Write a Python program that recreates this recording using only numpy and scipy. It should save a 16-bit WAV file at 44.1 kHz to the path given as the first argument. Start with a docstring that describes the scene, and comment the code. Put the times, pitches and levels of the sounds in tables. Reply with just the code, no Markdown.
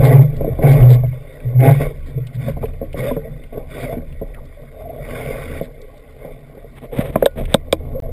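"""Water buffets a diver's camera, sealed in a plastic housing, and sets its mount droning.
As it is pushed through kelp, fronds slide, scratch and judder over the shell; stalks and gear bump it,
and gear clacks and rubs. Behind them, bubbles gurgle and pop, ticks crackle and a far line twangs.
The camera holds each sample of a slow clock, which puts a thin fizz high above everything."""
import sys
import numpy as np
from scipy import signal
from scipy.fft import rfft, irfft, next_fast_len
from scipy.io import wavfile
from scipy.ndimage import uniform_filter1d, map_coordinates

SR = 44100
rng = np.random.default_rng(int(sys.argv[2]) if len(sys.argv) > 2 else 0)


def store_wav(level_fs):
    """Save 16-bit WAV to argv[1]."""
    pcm = np.round(np.clip(np.atleast_2d(level_fs), -1, 1) * 32767)
    wavfile.write(sys.argv[1], SR, pcm.T.astype(np.int16))


N = 358091

# Fader ride of the flow against the housing: (time [s], level [dB])
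FLOW_RIDE = [(0, -22.5), (.08, -22), (.2, -35.5), (.5, -15), (.72, -28), (.8, -15.5), (.93, -30),
             (1.08, -27), (1.29, -40), (1.48, -35), (1.83, -20.5), (2.06, -27.5), (2.3, -35), (2.5, -26.5),
             (3.41, -31), (3.52, -35.5), (4.12, -27), (4.45, -36), (4.75, -39.5), (5.1, -28.5), (5.55, -27),
             (5.75, -38), (6.05, -41.5), (6.9, -37.5), (7.02, -24), (7.33, -35), (7.44, -21), (7.6, -32),
             (7.88, -24.5), (8.12, -23)]
# EQ of the deep rumble: (frequency [Hz], gain [dB])
RUMBLE_EQ = [(12, -27), (22, 3), (29, 0.5), (40, -1.5), (52, -12.5), (64, -15.5), (79, -2), (92, -22.5),
             (124, -14.5), (148, -9), (175, -34), (250, -30), (400, -38), (900, -98)]
def buffeting():
    """Eddies press slowly on the housing."""
    level_db, = curves(FLOW_RIDE)
    return amp(level_db + 0.29 * wobble(2.2)) * coloured(rng.standard_normal(N), RUMBLE_EQ)


# Vortex bursts that swing the mount: (start [s], end [s], lower mode [dB], upper mode [dB])
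DRONE_SWELLS = [(-0.03, 0.15, -11.5, -11.5), (0.125, 0.197, -7.5, -3), (0.466, 0.52, -21, -40),
                (0.63, 0.75, -14, -7), (0.792, 0.93, -3.5, -22.5), (0.99, 1.076, -15, -23.5),
                (1.445, 1.396, -2.5, -28.5), (1.542, 1.61, -6.5, -23), (1.653, 1.715, -9.5, -6.5),
                (2.137, 2.207, -20.5, -25), (2.341, 2.376, -18, -25), (2.48, 2.49, -35.5, -26),
                (2.586, 2.607, -23.5, -28)]
def drone():
    """Shed vortices shake the mount; its two close modes beat against each other until the flow eases."""
    def mode(hz, wander_hz):
        return np.sqrt(2) * sine(hz + wander_hz * wobble(25.2))
    lower, upper = np.zeros((2, N))
    for start, end, lower_db, upper_db in DRONE_SWELLS:
        swell = gesture(start, end, attack=0.03, release_db_per_s=155.5)
        lower = np.maximum(lower, amp(lower_db) * swell)
        upper = np.maximum(upper, amp(upper_db) * swell)
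    lower_hz, upper_hz = 123, 145.7 - 17.53 * upper ** 2  # a wide swing pulls the upper mode flat
    return lower * mode(lower_hz, wander_hz=2.4) + upper * mode(upper_hz, wander_hz=2.57)


# EQ of the mount's low hum: (frequency [Hz], gain [dB])
THRUM_EQ = [(60, -24), (105, -39), (124, 5), (150, 5.5), (175, -14.5), (245, -2.5), (330, -54.5),
            (700, -63.5)]
def thrum(pressure):
    """Weak eddies stir the mount's modes at random."""
    return pressure * amp(4.6 * wobble(16)) * coloured(rng.standard_normal(N), THRUM_EQ)


# Fronds sliding over the shell: (start [s], end [s], wash [dB], scrape [dB], thrum [dB],
# pressure change from start to end [dB], attack [s], unevenness [dB])
FROND_SLIDES = [(0.0, 0.216, -18, -34, -19, -7, 0.012, 1.5), (0.268, 0.603, -33, -51.5, -35.5, 0, 0.081, 1),
                (0.609, 0.86, -21, -35.5, -27, 4.5, 0.024, 0.5),
                (0.889, 0.962, -24.5, -46.5, -24.5, 3.5, 0.022, 2),
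                (1.227, 1.57, -39, -78.5, -52, 9.5, 0.02, 0.5),
                (1.611, 1.807, -22.5, -31.5, -25.5, -9.5, 0.059, 1.4),
                (1.794, 1.853, -17.5, -32.5, -24, -11, 0.046, 3.3),
                (2.378, 2.493, -35.5, -41, -29, 5, 0.042, 0.5), (2.6, 2.635, -36, -44, -27, 3, 0.038, 6.5),
                (2.935, 3.098, -26, -35, -28, 0.5, 0.056, 3),
                (3.152, 3.277, -41, -58.5, -32.5, 6, 0.015, -0.5),
                (3.522, 3.593, -30, -52, -42, -7, 0.011, 4), (3.662, 3.934, -29.5, -39, -35, -7, 0.12, -4),
                (4.705, 4.978, -37, -59, -49, -3.5, 0.073, -3.5),
                (4.982, 5.597, -29.5, -36.5, -33.5, -5, 0.19, -0.5),
                (5.675, 6.143, -51.5, -70, -67, 9.5, 0.048, 3),
                (6.162, 6.347, -34.5, -51.5, -63, -9.5, 0.095, -0.5)]
# Bed of fizz under the scrape in open water: (time [s], level [dB])
FIZZ_RIDE = [(0, -53), (1.35, -50), (1.55, -52.5), (2.8, -55), (4.5, -55), (6.6, -56), (6.8, -58),
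             (8.12, -57)]
def pressures():
    """How hard water, fronds and gear press on the shell: envelopes for wash, scrape and thrum."""
    flow_db, = curves(FLOW_RIDE)
    fizz_db, = curves(FIZZ_RIDE)
    # the open-water bed follows the flow a little and flutters in small eddies
    calm = amp(0.092 * (flow_db - flow_db.mean()) - 2.5 * wobble(19))
    push, slip, stir = np.zeros((3, N))
    catching = wobble(45)
    for start, end, wash_db, scrape_db, thrum_db, change_db, attack, uneven_db in FROND_SLIDES:
        slide = gesture(start, end, attack, release_db_per_s=304, change_db=change_db)
        slide *= amp(uneven_db * catching)
        push += amp(wash_db) * slide
        slip += amp(scrape_db) * slide
        stir += amp(thrum_db) * slide
    gear = sum(amp(db) * window(start, end, fade=0.024) for start, end, _, db in GEAR_RUBS)
    return (np.hypot(push + gear, amp(-44.5) * calm),
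            np.hypot(slip, amp(fizz_db)),
            np.hypot(stir + amp(-5) * gear, amp(-47.5) * calm))


# EQ of a slide's hollow body: (frequency [Hz], gain [dB])
WASH_EQ = [(60, -16.5), (130, 3), (190, -18), (250, 3.5), (290, -1.5), (350, -9), (430, 4.5), (560, 3),
           (680, 0), (740, -13.5), (815, -8.5), (905, -25), (1100, -13), (1350, -41.5), (6000, -62)]
def wash(pressure):
    """Lumpy rubbing, heard through the hollow low resonances of the shell."""
    return pressure * shifting(coloured(grains(rate=2000, spread_db=0), WASH_EQ), patch_db=3)


# EQ of a slide's bright edge: (frequency [Hz], gain [dB])
SCRAPE_EQ = [(300, -6.5), (900, -27.5), (1000, -4.5), (1050, -8.5), (1120, 1.5), (1290, -11.5), (1400, -4),
             (1510, -1), (1620, -7.5), (1720, -11), (1830, -6), (1910, 3), (2030, 0), (2150, 4.5),
             (2270, 1), (2400, -4), (2560, -10.5), (2730, -15.5), (2970, -14.5), (3120, -16.5),
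             (3400, -10.5), (3560, -5), (3800, -15), (4100, -29), (4400, -22.5), (4950, -17.5), (6000, -37)]
def scrape(pressure):
    """Dense fine slips of kelp blades reach the higher resonances of the shell."""
    return pressure * shifting(coloured(grains(rate=6000, spread_db=-0.5), SCRAPE_EQ), patch_db=3)


# Stick-slip creaks on the shell: (start [s], end [s], slip rate [Hz], level [dB])
STALK_JUDDERS = [(0.01, 0.18, 145, -19.5), (0.636, 0.733, 131, -14.5), (1.611, 1.718, 136, -13.5)]
# EQ of the creak: (frequency [Hz], gain [dB])
JUDDER_EQ = [(150, -44), (270, 2.5), (345, -6.5), (430, 1.5), (570, 0.5), (620, -9), (680, 3), (740, -9),
             (820, -1.5), (950, -35), (1110, -16), (1280, -41.5), (1480, -16), (1750, -26.5), (2180, -11),
             (2700, -40), (6000, -63.5)]
def judder():
    """A stalk sticks and slips unevenly, at about the rate the mount swings."""
    track = np.zeros(N)
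    for start, end, hz, db in STALK_JUDDERS:
        swings = np.floor(np.cumsum(hz + 4 * wobble(50)) / SR + 0.0044 * wobble(200))
        slips = np.diff(swings, prepend=0) * amp(3.2 * wobble(140))
        friction = unit(slips) + 0.99 * rng.standard_normal(N)
        track += amp(db) * window(start, end, fade=0.053) * coloured(friction, JUDDER_EQ)
    return track


# Ringing modes of the housing: (frequency [Hz], level [dB], t60 at damping 1 [s])
SHELL_MODES = [(173.8, -2.5, 0.082), (244.5, -9, 0.11), (318, -10, 0.13), (461.4, -0.5, 0.063),
               (548.8, -0.5, 0.072), (645, -6, 0.071), (686, -16.5, 0.038), (824, -23, 0.065),
               (1020, -14.5, 0.044), (1060, -15.5, 0.022), (1600, -14, 0.007), (2370, -10.5, 0.019),
               (2750, -28.5, 0.0089), (3720, -23.5, 0.0088), (3700, -3.5, 0.0067), (5240, 6.5, 0.0024)]
def strike(contact, vary_db, rattle, rattle_t60, spread, damping):
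    """One chattering blow on the shell, peak 1; contact is the force's spectrum."""
    t = np.arange(SR // 5) / SR
    hz, db, t60 = np.transpose(SHELL_MODES)[:, :, None]
    mode_db = db + vary_db * rng.standard_normal(hz.shape) - 60 * damping * t / t60
    ring = np.sum(amp(mode_db) * np.sin(2 * np.pi * hz * t), axis=0)
    chatter = rng.standard_normal(len(t)) * amp(-60 * t / rattle_t60)
    roughness = 1 + rattle * rfft(chatter / np.linalg.norm(chatter))
    f = np.fft.rfftfreq(len(t), 1 / SR)
    # bending waves carry the treble fastest; spread is the delay at 1 kHz in seconds
    travel = np.exp(-4j * np.pi * spread * np.sqrt(1000 * f))
    blow = irfft(rfft(ring) * roughness * contact(f) * travel)[:SR // 8]
    return blow / np.abs(blow).max()


# Soft bumps, from stalks and from gear rebounding after a clack: (time [s], peak [dB], centre [Hz])
SOFT_BUMPS = [(0.407, -10.5, 397), (0.444, -10, 430), (0.476, -9, 320), (0.588, -13, 500), (0.634, -6, 658),
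              (1.035, -17, 435.7), (2.044, -41, 412), (2.141, -30, 300), (2.175, -19, 272),
              (2.359, -24, 224.7), (2.481, -14, 513), (2.567, -22, 740), (2.629, -16.5, 800),
              (2.637, -11, 590), (2.814, -13, 406), (2.826, -23, 415), (2.943, -15, 430), (3.11, -12, 603),
              (3.165, -12, 480), (3.436, -33, 500), (3.573, -17, 447), (3.925, -15.5, 650),
              (3.968, -15.5, 293), (4.017, -25.5, 390), (4.214, -13, 435), (5.611, -8.5, 450),
              (6.247, -21.5, 480), (6.571, -27.5, 450), (6.644, -29, 447), (7.169, -14, 330),
              (7.231, -8, 430)]
def knocks():
    """A soft contact rings the housing in a narrow band."""
    track = np.zeros(N)
    for s, db, centre_hz in SOFT_BUMPS:
        soft = lambda f: f / (f + .7 * centre_hz) / (1 + (f / (1.5 * centre_hz)) ** 4)
        bump = strike(soft, vary_db=2.5, rattle=1.6, rattle_t60=0.052, spread=0.002576, damping=1)
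        add(track, s - .002, amp(db) * bump)
    return track


# Hard gear hits, layer by layer: (time [s], crack [dB], contact cut-off [Hz], ping [dB],
# ping pitch [Hz], boom [dB], boom pitch [Hz], thud [dB])
GEAR_CLACKS = [(7.1559, -8, 2100, -25, 1970, -1.5, 612, -6),
               (7.2228, -13.5, 1554, -25.5, 2250, 1.5, 527, -25),
               (7.2583, -7, 3700, -16.5, 3550, 2.5, 550, -28.5), (7.5423, -2, 4130, -5, 3550, 5.5, 547, 3),
               (7.7264, -6, 3900, -11.5, 3590, -1, 534, -13)]
def clacks():
    """Gear cracks and pings on the shell; then the housing booms and the camera thuds on its mount."""
    track = np.zeros(N)
    thud = damped_mode(hz=200, rise=0.0027)
    low_cut_hz = 800  # the crack is too brief to push much below this
    for s, crack_db, contact_hz, ping_db, ping_hz, boom_db, boom_hz, thud_db in GEAR_CLACKS:
        hard = lambda f: f ** 2 / (f ** 2 + low_cut_hz ** 2) / np.sqrt(1 + (f / contact_hz) ** 12)
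        crack = strike(hard, vary_db=4.5, rattle=0.44, rattle_t60=0.043, spread=0.00347, damping=1.11)
        boom = damped_mode(boom_hz, rise=0.0023)
        add(track, s - .0017, amp(crack_db) * crack)
        add(track, s, amp(ping_db) * damped_mode(ping_hz, rise=0.00077))
        add(track, s + .0021, amp(boom_db) * boom + amp(thud_db) * thud)  # slow, low waves come last
    add(track, 6.990, amp(-3.5) * thud)  # a padded blow only thuds
    # a steel part rings on after one blow
    steel_hz, steel_t60 = 1459, .3
    t = np.arange(SR // 2) / SR
    add(track, 7.262, amp(-41 - 60 * t / steel_t60) * np.sin(2 * np.pi * steel_hz * t))
    return track


# Gear dragging on the housing: (start [s], end [s], grit [dB], wash [dB])
GEAR_RUBS = [(6.76, 6.79, -41.5, -57), (6.823, 6.859, -42.5, -28.5), (6.923, 7.108, -37.5, -28.5),
             (6.965, 7.019, -32.5, -36), (7.124, 7.27, -42.5, -34), (7.365, 7.423, -37.5, -24.5),
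             (7.428, 7.457, -42.5, -37), (7.483, 7.551, -37.5, -34), (7.67, 7.683, -49.5, -30),
             (7.8, 8.107, -64, -34.5)]
# EQ of the grit: (frequency [Hz], gain [dB])
RUB_EQ = [(200, 3), (700, 4), (1000, -2), (1500, -5.5), (2200, 0.5), (2800, -10), (3600, -6), (4200, -23),
          (6000, -30.5)]
def rubs():
    """Harder gear gives a grittier scrape than kelp."""
    pressure = sum(amp(db) * window(start, end, fade=0.019) for start, end, db, _ in GEAR_RUBS)
    grit = amp(2.2 * wobble(70)) * grains(rate=3000, spread_db=2)
    return pressure * coloured(grit, RUB_EQ)


# Single ringing plops: a low thump from a blow, then two bubbles: (time [s], level [dB], pitch [Hz])
RINGING_PLOPS = [(3.113, -10, 248), (3.173, -13.5, 445), (3.25, -20.5, 453)]
def plops():
    """A thump or a bubble rings briefly at one pitch."""
    attack_s, t60 = 0.0069, 0.12
    t = np.arange(SR // 5) / SR
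    envelope = (1 - np.exp(-t / attack_s)) * amp(-60 * t / t60)
    track = np.zeros(N)
    for s, db, hz in RINGING_PLOPS:
        add(track, s, amp(db) * envelope * np.sin(2 * np.pi * hz * t))
    return track


# Gurgle cues: (start [s], end [s], pitch [Hz], level [dB])
HOLLOW_GURGLES = [(3.035, 3.113, 543, -20), (3.858, 3.953, 620, -27.5), (4.598, 4.585, 583, -30),
                  (4.768, 4.939, 641, -37), (4.998, 5.01, 610, -24.5), (7.962, 7.979, 532.4, -20)]
def gurgles():
    """Water in a hollow sounds one narrow, fluttering resonance."""
    track = np.zeros(N)
    waver_hz, flutter = 38 * wobble(110), amp(3.5 * wobble(90))
    for start, end, hz, db in HOLLOW_GURGLES:
        track += amp(db) * window(start, end, fade=0.079) * unit(sine(hz + waver_hz) * flutter)
    return track


# Kelp edges scratching the shell: (start [s], end [s], level [dB])
BLADE_SCRATCHES = [(0.039, 0.08, -34), (0.68, 0.745, -39), (0.891, 0.957, -35.5), (1.699, 1.729, -44.5),
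                   (2.061, 2.112, -51.5), (2.338, 2.365, -47), (2.45, 2.519, -55.5), (2.63, 2.66, -57.5),
                   (3.094, 3.115, -54.5), (3.795, 3.84, -45), (5.622, 5.663, -48.5)]
# EQ of the rasp: (frequency [Hz], gain [dB])
SCRATCH_EQ = [(600, -20), (2100, 6), (2800, -8), (3600, 3), (4200, -5), (5000, -6.5), (6000, -42)]
def scratches():
    """A blade's tiny teeth catch one after another in a short, bright rasp."""
    pressure = sum(amp(db) * window(start, end, fade=0.023) for start, end, db in BLADE_SCRATCHES)
    return pressure * coloured(grains(rate=3100, spread_db=-1), SCRATCH_EQ)


# Sharp ticks, some of them overload clicks in the loudest surges: (time [s], peak [dB], centre [Hz])
SHARP_TICKS = [(0.367, -38.5, 3500), (0.6265, -29, 2170), (0.675, -28, 2130), (0.721, -31, 3800),
               (1.403, -37.5, 2020), (1.604, -26, 2220), (1.712, -29.5, 3300), (2.27, -34.5, 2900),
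               (2.93, -32.5, 2600), (2.656, -32, 2200), (3.107, -39.5, 2240), (3.165, -31, 1140),
               (3.437, -39.5, 2400), (3.8115, -32.5, 2700), (4.125, -40.5, 2200), (4.3445, -35.5, 2150),
               (4.455, -48.5, 4000), (5.8163, -38.5, 4000), (5.978, -45, 3800), (6.7612, -47.5, 3000),
               (7.454, -27, 2400)]
def ticks():
    """Brief, dry ticks stand out of a bed of faint, clustered crackle."""
    t = np.arange(SR // 20) / SR
    burst = lambda: (1 - np.exp(-t / .001)) * amp(-60 * t / .03) * rng.standard_normal(len(t))
    clusters = amp(1.5 * wobble(5.0)) * grains(rate=320, spread_db=1)
    bed = amp(-58) * unit(signal.fftconvolve(clusters, burst())[:N])
    track = filtered(bed, lambda hz: hz ** 2 / (hz ** 2 + 1500 ** 2) / (1 + (hz / 4200) ** 4))
    for s, db, hz in SHARP_TICKS:
        tick = signal.lfilter(*signal.butter(2, [hz / 1.3, hz * 1.3], "bandpass", fs=SR), burst())
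        add(track, s - .001, amp(db) * tick / np.abs(tick).max())
    return track


def pops(pressure):
    """Tiny bubbles burst wherever water fizzes or a frond slides, each a few cycles at its own pitch."""
    per_second, centre_hz, range_octaves, rise_cycles = 70, 1586, 2.014, 2.43
    track = np.zeros(N)
    for when, faintness, pitch in rng.random((round(per_second * N / SR), 3)):
        hz = centre_hz * 2 ** (range_octaves * (pitch - .5))
        db = -3 - 2.6 * np.log(max(faintness, .04))  # many quiet, a few loud
        add(track, when * N / SR, pressure[int(when * N)] * amp(db) * damped_mode(hz, rise_cycles / hz))
    return track


# Distant twangs: (time [s], level [dB], start pitch [Hz], end pitch [Hz], length [s])
LINE_TWANGS = [(4.332, -46, 2500, 800, .075), (4.672, -51, 2200, 1250, .025)]
def twangs():
    """A burst of ticks spreads out along a taut line and arrives as a rough falling chirp."""
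    track = np.zeros(N)
    for s, db, start_hz, end_hz, length in LINE_TWANGS:
        hz = np.linspace(start_hz ** -.5, end_hz ** -.5, round(length * SR)) ** -2
        flutter = wobble(600)[:len(hz)] * signal.windows.tukey(len(hz), .3)
        add(track, s, amp(db) * flutter * sine(hz))
    return track


def shifting(x, patch_db):
    """The point of contact wanders, so that now one resonance stands out and now another."""
    spectrogram = signal.stft(x, nperseg=1024)[2]
    patches = uniform_filter1d(rng.standard_normal(spectrogram.shape), size=4, axis=0)
    patches = unit(uniform_filter1d(patches, size=4, axis=1))
    return unit(signal.istft(spectrogram * amp(patch_db * patches), nperseg=1024)[1][:N])


def damped_mode(hz, rise):
    """A few swings of a mode that the water damps heavily, at their widest after rise seconds."""
    t = np.arange(SR // 10) / SR
    return (t / rise * np.exp(1 - t / rise)) ** 2 * np.sin(2 * np.pi * hz * t)


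def gesture(start, end, attack, release_db_per_s, change_db=0):
    """Swell, hold while the pressure drifts by change_db, then die away within half a second."""
    first, last = np.clip([round(start * SR), round((end + .5) * SR)], 0, N)
    t = np.arange(first, last) / SR
    drift_db = change_db * (np.clip((t - start) / (end - start), 0, 1) - .5)
    release_db = release_db_per_s * np.maximum(t - end, 0)
    gain = np.clip((t - start) / attack, 0, 1) * amp(drift_db - release_db)
    return np.pad(gain, (first, N - last))


def window(start, end, fade):
    """A gate with fades centred on its two times."""
    t = np.arange(N) / SR
    return np.clip(np.minimum(t - start, end - t) / fade + .5, 0, 1)


def grains(rate, spread_db):
    """Random tiny clicks of uneven size, rate a second."""
    clicks = (rng.random(N) < rate / SR) * rng.standard_normal(N)
    return unit(clicks * amp(spread_db * rng.standard_normal(N)))


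def wobble(rate):
    """A smooth random curve, rate knots a second."""
    return map_coordinates(rng.standard_normal(int(N * rate / SR) + 4), [np.arange(N) * rate / SR])


def sine(hz):
    """A tone that follows a pitch curve."""
    return np.sin(2 * np.pi * np.cumsum(hz) / SR)


def curves(rows):
    """One value per sample for each column after the time."""
    s, *cols = np.transpose(rows)
    return [np.interp(np.arange(N) / SR, s, c) for c in cols]


def filtered(x, response):
    """x times a response of frequency."""
    size = next_fast_len(N + 8192)
    return irfft(rfft(x, size) * response(np.fft.rfftfreq(size, 1 / SR)), size)[..., :N]


def coloured(x, eq):
    """x through an EQ curve, at rms 1."""
    f, db = np.transpose(eq)
    return unit(filtered(x, lambda hz: amp(np.interp(np.log(hz + 1), np.log(f), db))))


def amp(db):
    """Decibels to gain."""
    return 10 ** (np.asarray(db) / 20)


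def unit(x):
    """Scale to rms 1."""
    return x / np.sqrt(np.mean(x ** 2) + 1e-20)


def add(track, s, sound):
    """Mix a sound in at time s."""
    part = track[round(s * SR):][:len(sound)]
    part += sound[:len(part)]


def scene():
    """The shell carries one sound to both microphones; the right one hears a little more treble."""
    push, slip, stir = pressures()
    water = buffeting() + drone() + thrum(stir) + wash(push) + gurgles() + plops()
    friction = scrape(slip) + scratches() + judder() + rubs()
    transients = knocks() + clacks() + twangs() + ticks() + pops(slip)
    shell = water + friction + transients
    side = filtered(shell, lambda hz: .07 * hz ** 2 / (hz ** 2 + 750 ** 2))
    return np.array([shell - side, shell + side])


def record(dry):
    """The input saturates, samples are held between ticks, the sound drops out once, the top is cut."""
    clock_hz, top_hz = 12000, 15000
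    slow = signal.resample_poly(dry, clock_hz, SR, axis=1)
    saturated = .96 * slow / (1 + np.abs(slow) ** 8) ** (1 / 8)
    held = signal.resample_poly(np.repeat(saturated, 4, axis=1), SR, 4 * clock_hz, axis=1)[:, :N]
    t = np.arange(N) / SR
    dropout_gate = (t < 8.002) | (t > 8.023)
    return filtered(held * dropout_gate, lambda hz: hz < top_hz)


dry = scene()
out = record(dry)
store_wav(out)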